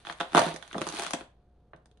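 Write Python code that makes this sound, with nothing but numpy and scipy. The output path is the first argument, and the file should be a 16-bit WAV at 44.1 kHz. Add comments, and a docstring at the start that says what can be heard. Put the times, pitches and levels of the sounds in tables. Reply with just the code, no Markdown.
"""A half-cut cabbage is pulled apart by hand on a wooden board, over the low hum of a small kitchen.
Fibres start to crackle and leaf ribs snap under the strain. At 0.34 s the core splits with a loud, dark
crunch and the heavy halves bump the board. More bumps and dull knocks follow, then the last leaves peel
apart in a fine crackle and let go at about 1.2 s. Near the end come a soft knock and a few faint ticks
of loose leaves. The board rings faintly under it all and the room adds a short echo."""
import sys
import numpy as np
from scipy import signal
from scipy.fft import rfft, irfft
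from scipy.io import wavfile

SR = 44100
rng = np.random.default_rng(int(sys.argv[2]) if len(sys.argv) > 2 else 0)


def master(y):
    """Save y as 16-bit WAV."""
    cut = np.clip(np.atleast_2d(y).T, -1, 1)
    pcm = np.round(cut * 32767)  # scale
    wavfile.write(sys.argv[1], SR, pcm.astype(np.int16))


N = 88200


def undb(db):
    """Decibels to gain."""
    return 10 ** (np.asarray(db) / 20)


def unit(x):
    """Scale to rms 1."""
    return x / np.sqrt(np.mean(x ** 2))


def band(x, lo_hz, hi_hz, order=2):
    """Causal band-pass."""
    return signal.sosfilt(signal.butter(order, [lo_hz, hi_hz], "band", fs=SR, output="sos"), x)


def colour(x, points):
    """Minimum-phase EQ that follows (Hz, dB) points, so clicks get no pre-ring."""
    size = 4096
    hz, db = np.array(points).T
    bin_hz = np.arange(size // 2 + 1) * SR / size
    gain = undb(np.interp(np.log(bin_hz + 1), np.log(hz), db))
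    cepstrum = irfft(np.log(gain))
    cepstrum[1:size // 2] *= 2
    cepstrum[size // 2 + 1:] = 0
    impulse = irfft(np.exp(rfft(cepstrum)))
    return signal.fftconvolve(x, impulse[None], axes=1)[:, :N]


def add(out, at_s, x):
    """Mix a sound in at its time."""
    i = int(at_s * SR)
    out[:, i:i + x.shape[-1]] += x[..., :N - i]


def at_level(x, db):
    """Give a short sound the energy of 5 ms at this level."""
    energy = np.sum(x ** 2, axis=1).mean()
    return x * undb(db) * np.sqrt(0.005 * SR / energy)


def stereo_noise(length, width):
    """White noise: width 0 is mono, width 1 makes left and right independent."""
    mid, side = rng.standard_normal((2, length))
    return np.array([mid + width * side, mid - width * side])


def fracture(decay_s, width):
    """A volley of tiny ruptures, heard as a noise burst that dies quickly."""
    t = np.arange(SR // 20) / SR
    return stereo_noise(len(t), width) * np.exp(-t / decay_s) * (1 - np.exp(-10 * t / decay_s))


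def grains(per_s, scatter_db):
    """Random clicks, each with its own size, pan and tiny lag between left and right."""
    out = np.zeros((2, N))
    when, rarity, pan, lag, sign = rng.random((int(per_s * N / SR), 5)).T
    size = undb(-scatter_db * np.log(np.maximum(rarity, 0.02))) * np.sign(sign - 0.5)
    left = (when * (N - 20)).astype(int) + 10
    right = left + np.round(4 * (lag - 0.5)).astype(int)
    out[0, left] = size * np.sin(pan * np.pi / 2)
    out[1, right] = size * np.cos(pan * np.pi / 2)
    return out


# Tone of the room's rumble. Each row: frequency in Hz, relative level in dB.
RUMBLE_EQ = [(25, -1), (55, 4.5), (85, 1.5), (160, 1), (260, -6), (420, -3.5), (720, -11.5), (1200, -18),
             (3000, -31.5), (8000, -45.5), (15000, -51.5)]
# Steady tones of an appliance. Each row: frequency in Hz, level in dB.
HUM_TONES = [(59.2, -72), (119.8, -81), (716, -81)]

def room_tone():
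    """A bed of low rumble with the hum of an appliance."""
    t = np.arange(N) / SR
    noise = rng.standard_normal(N) + 0.3 * rng.standard_normal((2, N))  # nearly mono
    hum = sum(undb(db) * np.sqrt(2) * np.sin(2 * np.pi * (hz * t + rng.random()))
              for hz, db in HUM_TONES)
    return undb(-69) * unit(colour(noise, RUMBLE_EQ)) + hum


# Fader ride of the tearing fibres. Each row: time in seconds, level in dB.
FIBRE_RIDE = [(0, -58.5), (.04, -65.5), (.06, -48), (.12, -51), (.16, -61.5), (.215, -47), (.26, -59),
              (.345, -48), (.38, -38), (.45, -36.5), (.54, -47), (.60, -59), (.70, -56), (.86, -45),
              (.875, -44.5), (1.0, -36), (1.08, -43.5), (1.12, -50), (1.15, -47.5), (1.21, -54),
              (1.29, -87), (2, -86.5)]
# Tone of their crackle. Each row: frequency in Hz, relative level in dB.
FIBRE_EQ = [(150, -20.5), (300, -4.5), (600, -2), (1000, 2), (1800, 2), (3500, 1.5), (6000, -10.5),
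            (11000, -7), (16000, -11)]

def tearing_fibres(per_s=1100, kinds=6):
    """Fine fibres crackle as the leaves part; each kind breaks with its own tiny click."""
    crackle = np.zeros((2, N))
    for _ in range(kinds):
        breaks = grains(per_s / kinds, scatter_db=2.5)
        click = unit(fracture(decay_s=0.00029, width=0.36))
        crackle += signal.fftconvolve(breaks, click, axes=1)[:, :N]
    ride_db = np.interp(np.arange(N) / SR, *np.array(FIBRE_RIDE).T)
    return unit(colour(crackle, FIBRE_EQ)) * undb(ride_db)


def pop(hz, top_hz, decay_s):
    """A burst rings the broad resonance of a wet leaf rib, with a narrower one for crisp bite."""
    burst = fracture(decay_s, width=0.62)
    body = signal.lfilter(*signal.iirpeak(hz, Q=0.69, fs=SR), burst)
    bite = signal.lfilter(*signal.iirpeak(2870, Q=2.5, fs=SR), burst)
    low_hz = min(0.37 * hz, top_hz / 2)
    return band(body + undb(-17) * bite, low_hz, top_hz, order=5)


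# Ribs snapping, then loose leaves ticking. Each row: start in seconds, pop level in dB, pop pitch in Hz,
# thump in dB against the pop (before its trim), tick in dB against the pop, pan as left over right in dB.
RIB_SNAPS = [(.050, -43, 1850, -18, -19, -2.5), (.069, -36.5, 1940, -16, -17.5, -3.5),
             (0.088, -45, 1317, -15, -27, 13), (.098, -32, 1216, -18, -39, 1.5),
             (0.103, -43, 1020, -11, -14, 3), (0.111, -41.5, 1300, -13.5, -10, -0.5),
             (0.125, -43, 1420, -15.5, -7, -6.5), (0.2007, -34.5, 1560, -11.5, -10, -5),
             (0.2036, -30, 1472, -13, -17, -11), (.2098, -26.5, 1250, -11.5, -16.5, 2.5),
             (.230, -40, 1394, -10, -20, -1), (.320, -44.5, 1190, -10, -14.5, -6.5),
             (0.332, -39.5, 1445, -3, -11, 1.5), (0.3482, -17, 935, -5, -17.5, -4),
             (0.357, -33, 1311, -12, -10, 3.5), (0.3581, -23.5, 1003, -7, -16, 6),
             (.3694, -17.5, 850, -8, -14.5, -3), (0.3766, -16, 679, -16, -16, 1.5),
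             (0.381, -23, 703, -12, -7.5, -2), (.392, -22.5, 674, -22, -8, -3),
             (0.395, -29.5, 705, -5, -0.5, -6.5), (0.417, -27, 720, -15, -11, -5),
             (.4635, -38.5, 730, 3, -5, -11), (.4755, -35, 750, -12, -20, -1),
             (0.4823, -36, 910, -2, -17, -4), (.513, -43, 1300, -4, -22, 6),
             (0.541, -51, 1400, 7, 1.5, -14), (0.5612, -38.5, 1330, -24, -3.5, -2),
             (0.6253, -41.5, 1800, -24, -12, -9.5), (0.677, -51, 1700, -25, -3, 0),
             (.712, -43.5, 1580, -24, -34, 0), (.729, -39, 2000, -11, -10, -2.5),
             (.781, -34.5, 1000, -1, -9, -5.5), (0.81, -47, 1510, 3, -3.5, -11),
             (0.8163, -28, 1100, -5.5, -10.5, -3.5), (.822, -41.5, 1430, -6, -22, 12),
             (.868, -33, 910, -6, -6.5, 0), (0.874, -40, 1280, -13, 0, -4),
             (.888, -39.5, 1300, -6, 1.5, -9.5), (.901, -47, 1400, -8, -5, 12),
             (0.9246, -43, 1246, -9.5, 0.5, 1.5), (0.937, -42, 1540, 1, -14, 4),
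             (0.947, -51.5, 2200, 2.5, 10, 0), (0.961, -45.5, 1600, -9, 0.5, -10),
             (0.988, -40, 1300, -2.5, -2.5, 6.5), (0.9957, -31, 950, -9.5, -3, -1.5),
             (1.021, -37, 1200, -14, 0.5, 0), (1.035, -39, 1700, -24, 1, -6.5),
             (1.048, -38.5, 1500, -15, -11, 15), (1.0652, -31.5, 1600, -17, -5.5, 3),
             (1.090, -59, 1204, -10, -1.5, 0), (1.1073, -35.5, 1110, -16, 0.5, 3),
             (1.134, -29.5, 1427, -27, -5, 5), (1.136, -31, 1103, -6, -2, -5),
             (1.209, -42, 1553, -4.5, -22.5, 1.5), (1.762, -65.5, 2608, -13, -7, -4),
             (1.8574, -61.5, 1400, -7, -1.5, -0.5), (1.9134, -67, 3440, -13, -5.5, -3),
             (1.973, -67, 2800, -13.5, -6, -4)]

def snapping_ribs(thump_trim_db=-2.5):
    """Each rib breaks with a pop, a thump through the cabbage head and a bright tick of the skin."""
    out = np.zeros((2, N))
    for start, db, hz, thump_db, tick_db, pan_db in RIB_SNAPS:
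        snap = at_level(pop(hz, top_hz=3882, decay_s=0.0015), db)
        thump = band(fracture(decay_s=0.0032, width=0.067), 173, 412, order=3)
        tick = band(fracture(decay_s=0.0015, width=1), 3740, 11000, order=3)
        snap += at_level(thump, db + thump_db + thump_trim_db)
        snap += at_level(tick, db + tick_db)
        add(out, start, snap * undb([[pan_db / 2], [-pan_db / 2]]))
    return out


# Dark tone of the core's crunch. Each row: frequency in Hz, relative level in dB.
CORE_EQ = [(90, -23.5), (220, -4), (480, -2.5), (680, 8.5), (1100, -14), (2000, 1), (3200, -5.5),
           (5000, -35), (11000, -10.5)]

def splitting_core(start_s=0.3387, attack_s=0.029, hold_s=0.0073, level_db=-23, fall_db_per_s=196.5):
    """The core gives way once: a dense crunch that swells, holds and dies away."""
    age = np.arange(N) / SR - start_s
    swell = np.clip(age / attack_s, 0, 1)
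    fall_db = fall_db_per_s * np.maximum(age - attack_s - hold_s, 0)
    crunch = unit(colour(grains(per_s=2000, scatter_db=3), CORE_EQ))
    return crunch * swell * undb(level_db - fall_db)


# The halves landing. Each row: start in seconds, level in dB, pitch in Hz, seconds to fall 60 dB.
HALF_BUMPS = [(0.354, -38, 171.9, 0.092), (0.398, -40.5, 130.3, 0.19), (0.463, -41, 163.3, 0.19),
              (.747, -42, 275.2, 0.15), (0.7596, -34.5, 194.7, .12), (0.813, -28, 236, 0.027),
              (1.140, -31, 289, 0.038), (1.742, -57.5, 141, 0.11)]
# Partials of one bump. Each row: multiple of the pitch, gain in dB on top of the bump's level.
BUMP_PARTIALS = [(1, 2), (1.36, -4.5), (1.8, -9), (2.5, -9)]

def bumping_halves():
    """The heavy halves bump the board, ringing a few low, slightly detuned partials."""
    out = np.zeros((2, N))
    t = np.arange(SR // 3) / SR
    attack = 1 - np.exp(-t / 0.0004)
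    for start, db, hz, t60 in HALF_BUMPS:
        ring = np.zeros(len(t))
        for i, (ratio, gain_db) in enumerate(BUMP_PARTIALS):
            partial_hz = hz * ratio * (1 + 0.04 * rng.standard_normal())
            ring += (-1) ** i * undb(gain_db) * np.sin(2 * np.pi * partial_hz * t)
        add(out, start, band(ring * attack * undb(db - 60 * t / t60), 95, 1501))
    return out


# Handling knocks. Each row: start in seconds, level in dB, pitch in Hz, high cut in Hz.
HAND_KNOCKS = [(0.744, -36, 1180, 2080), (.752, -35, 850, 1290), (0.772, -43, 900, 1483),
               (1.733, -45.5, 918, 2970), (1.744, -57, 760, 2400)]

def knocking_hands():
    """Hand and cabbage knock together: a longer, duller pop than a snapping rib."""
    out = np.zeros((2, N))
    for start, db, hz, top_hz in HAND_KNOCKS:
        add(out, start, at_level(pop(hz, top_hz, decay_s=0.0037), db))
    return out


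# Resonances of the wooden board. Each row: frequency in Hz, relative level in dB.
BOARD_MODES = [(240, -4), (336, -3.5), (450, -7), (528, 3.5), (615, 3.5), (692, 3.5), (825, -1.5),
               (917, -6.5), (1440, -8.5)]

def board_ring(x, t60_s=0.2, send_db=-52.5):
    """The board and counter ring faintly under everything the cabbage does."""
    t = np.arange(SR // 2) / SR
    modes = sum(undb(db) * np.cos(2 * np.pi * hz * t) for hz, db in BOARD_MODES)
    ring = modes * undb(send_db - 60 * t / t60_s)
    return signal.fftconvolve(x.mean(axis=0), ring)[:N]


# The kitchen's reverb. Each row: low edge in Hz, high edge in Hz, tail gain in dB, seconds to fall 60 dB.
ECHO_BANDS = [(94.73, 400, -9.5, 0.26), (400, 1070, -4.5, 0.35), (1200, 4230, -6.5, 0.3),
              (4060, 11000, -8.5, 0.25)]

def kitchen_echo(x, onset_s=0.0023, near_s=0.0082, near_db=-7, wide_hz=1190):
    """Near reflections off the counter, then a short tail; both are wider in the treble."""
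    t = np.arange(SR // 2) / SR
    near = t * np.exp(-2 * t / near_s)
    near *= undb(near_db) / np.linalg.norm(near)
    echo = np.zeros((2, len(t)))
    for lo_hz, hi_hz, db, t60 in ECHO_BANDS:
        width = min(lo_hz * hi_hz / wide_hz ** 2, 1)
        noise = stereo_noise(len(t), width) / np.hypot(1, width)
        tail = undb(-60 * t / t60) * (1 - np.exp(-t / onset_s))
        tail *= undb(db) / np.linalg.norm(tail)
        echo += band(noise * np.hypot(tail, near), lo_hz, hi_hz, order=3)
    return signal.fftconvolve(x, echo, axes=1)[:, :N]


def scene():
    """The cabbage on its board, in the kitchen."""
    lean_right = undb([[-1.1], [1.1]])
    direct = lean_right * tearing_fibres() + snapping_ribs() + lean_right * splitting_core()
    direct += bumping_halves() + knocking_hands()
    return room_tone() + direct + board_ring(direct) + kitchen_echo(direct)


# Tone of the microphones: full bass, rippled treble. 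Each row: frequency in Hz, gain in dB.
MIC_EQ = [(30, 7), (1500, 1), (2000, -4), (3200, -3.5), (4300, 0.5), (5300, -2), (6300, 2), (7300, -4),
          (9500, -0.5), (10700, -9), (12300, -29.5), (16000, -26)]

def record(dry, shared_bass_hz=218.3, top_hz=15700):
    """Two close microphones share the bass, ripple the treble and cut the top."""
    mid, side = (dry[0] + dry[1]) / 2, (dry[0] - dry[1]) / 2
    low_cut = signal.butter(1, shared_bass_hz, "high", fs=SR, output="sos")
    side = signal.sosfiltfilt(low_cut, side)
    high_cut = signal.ellip(8, 0.2, 70, top_hz, fs=SR, output="sos")
    return signal.sosfilt(high_cut, colour(np.array([mid + side, mid - side]), MIC_EQ))


dry = scene()
out = record(dry)
master(out)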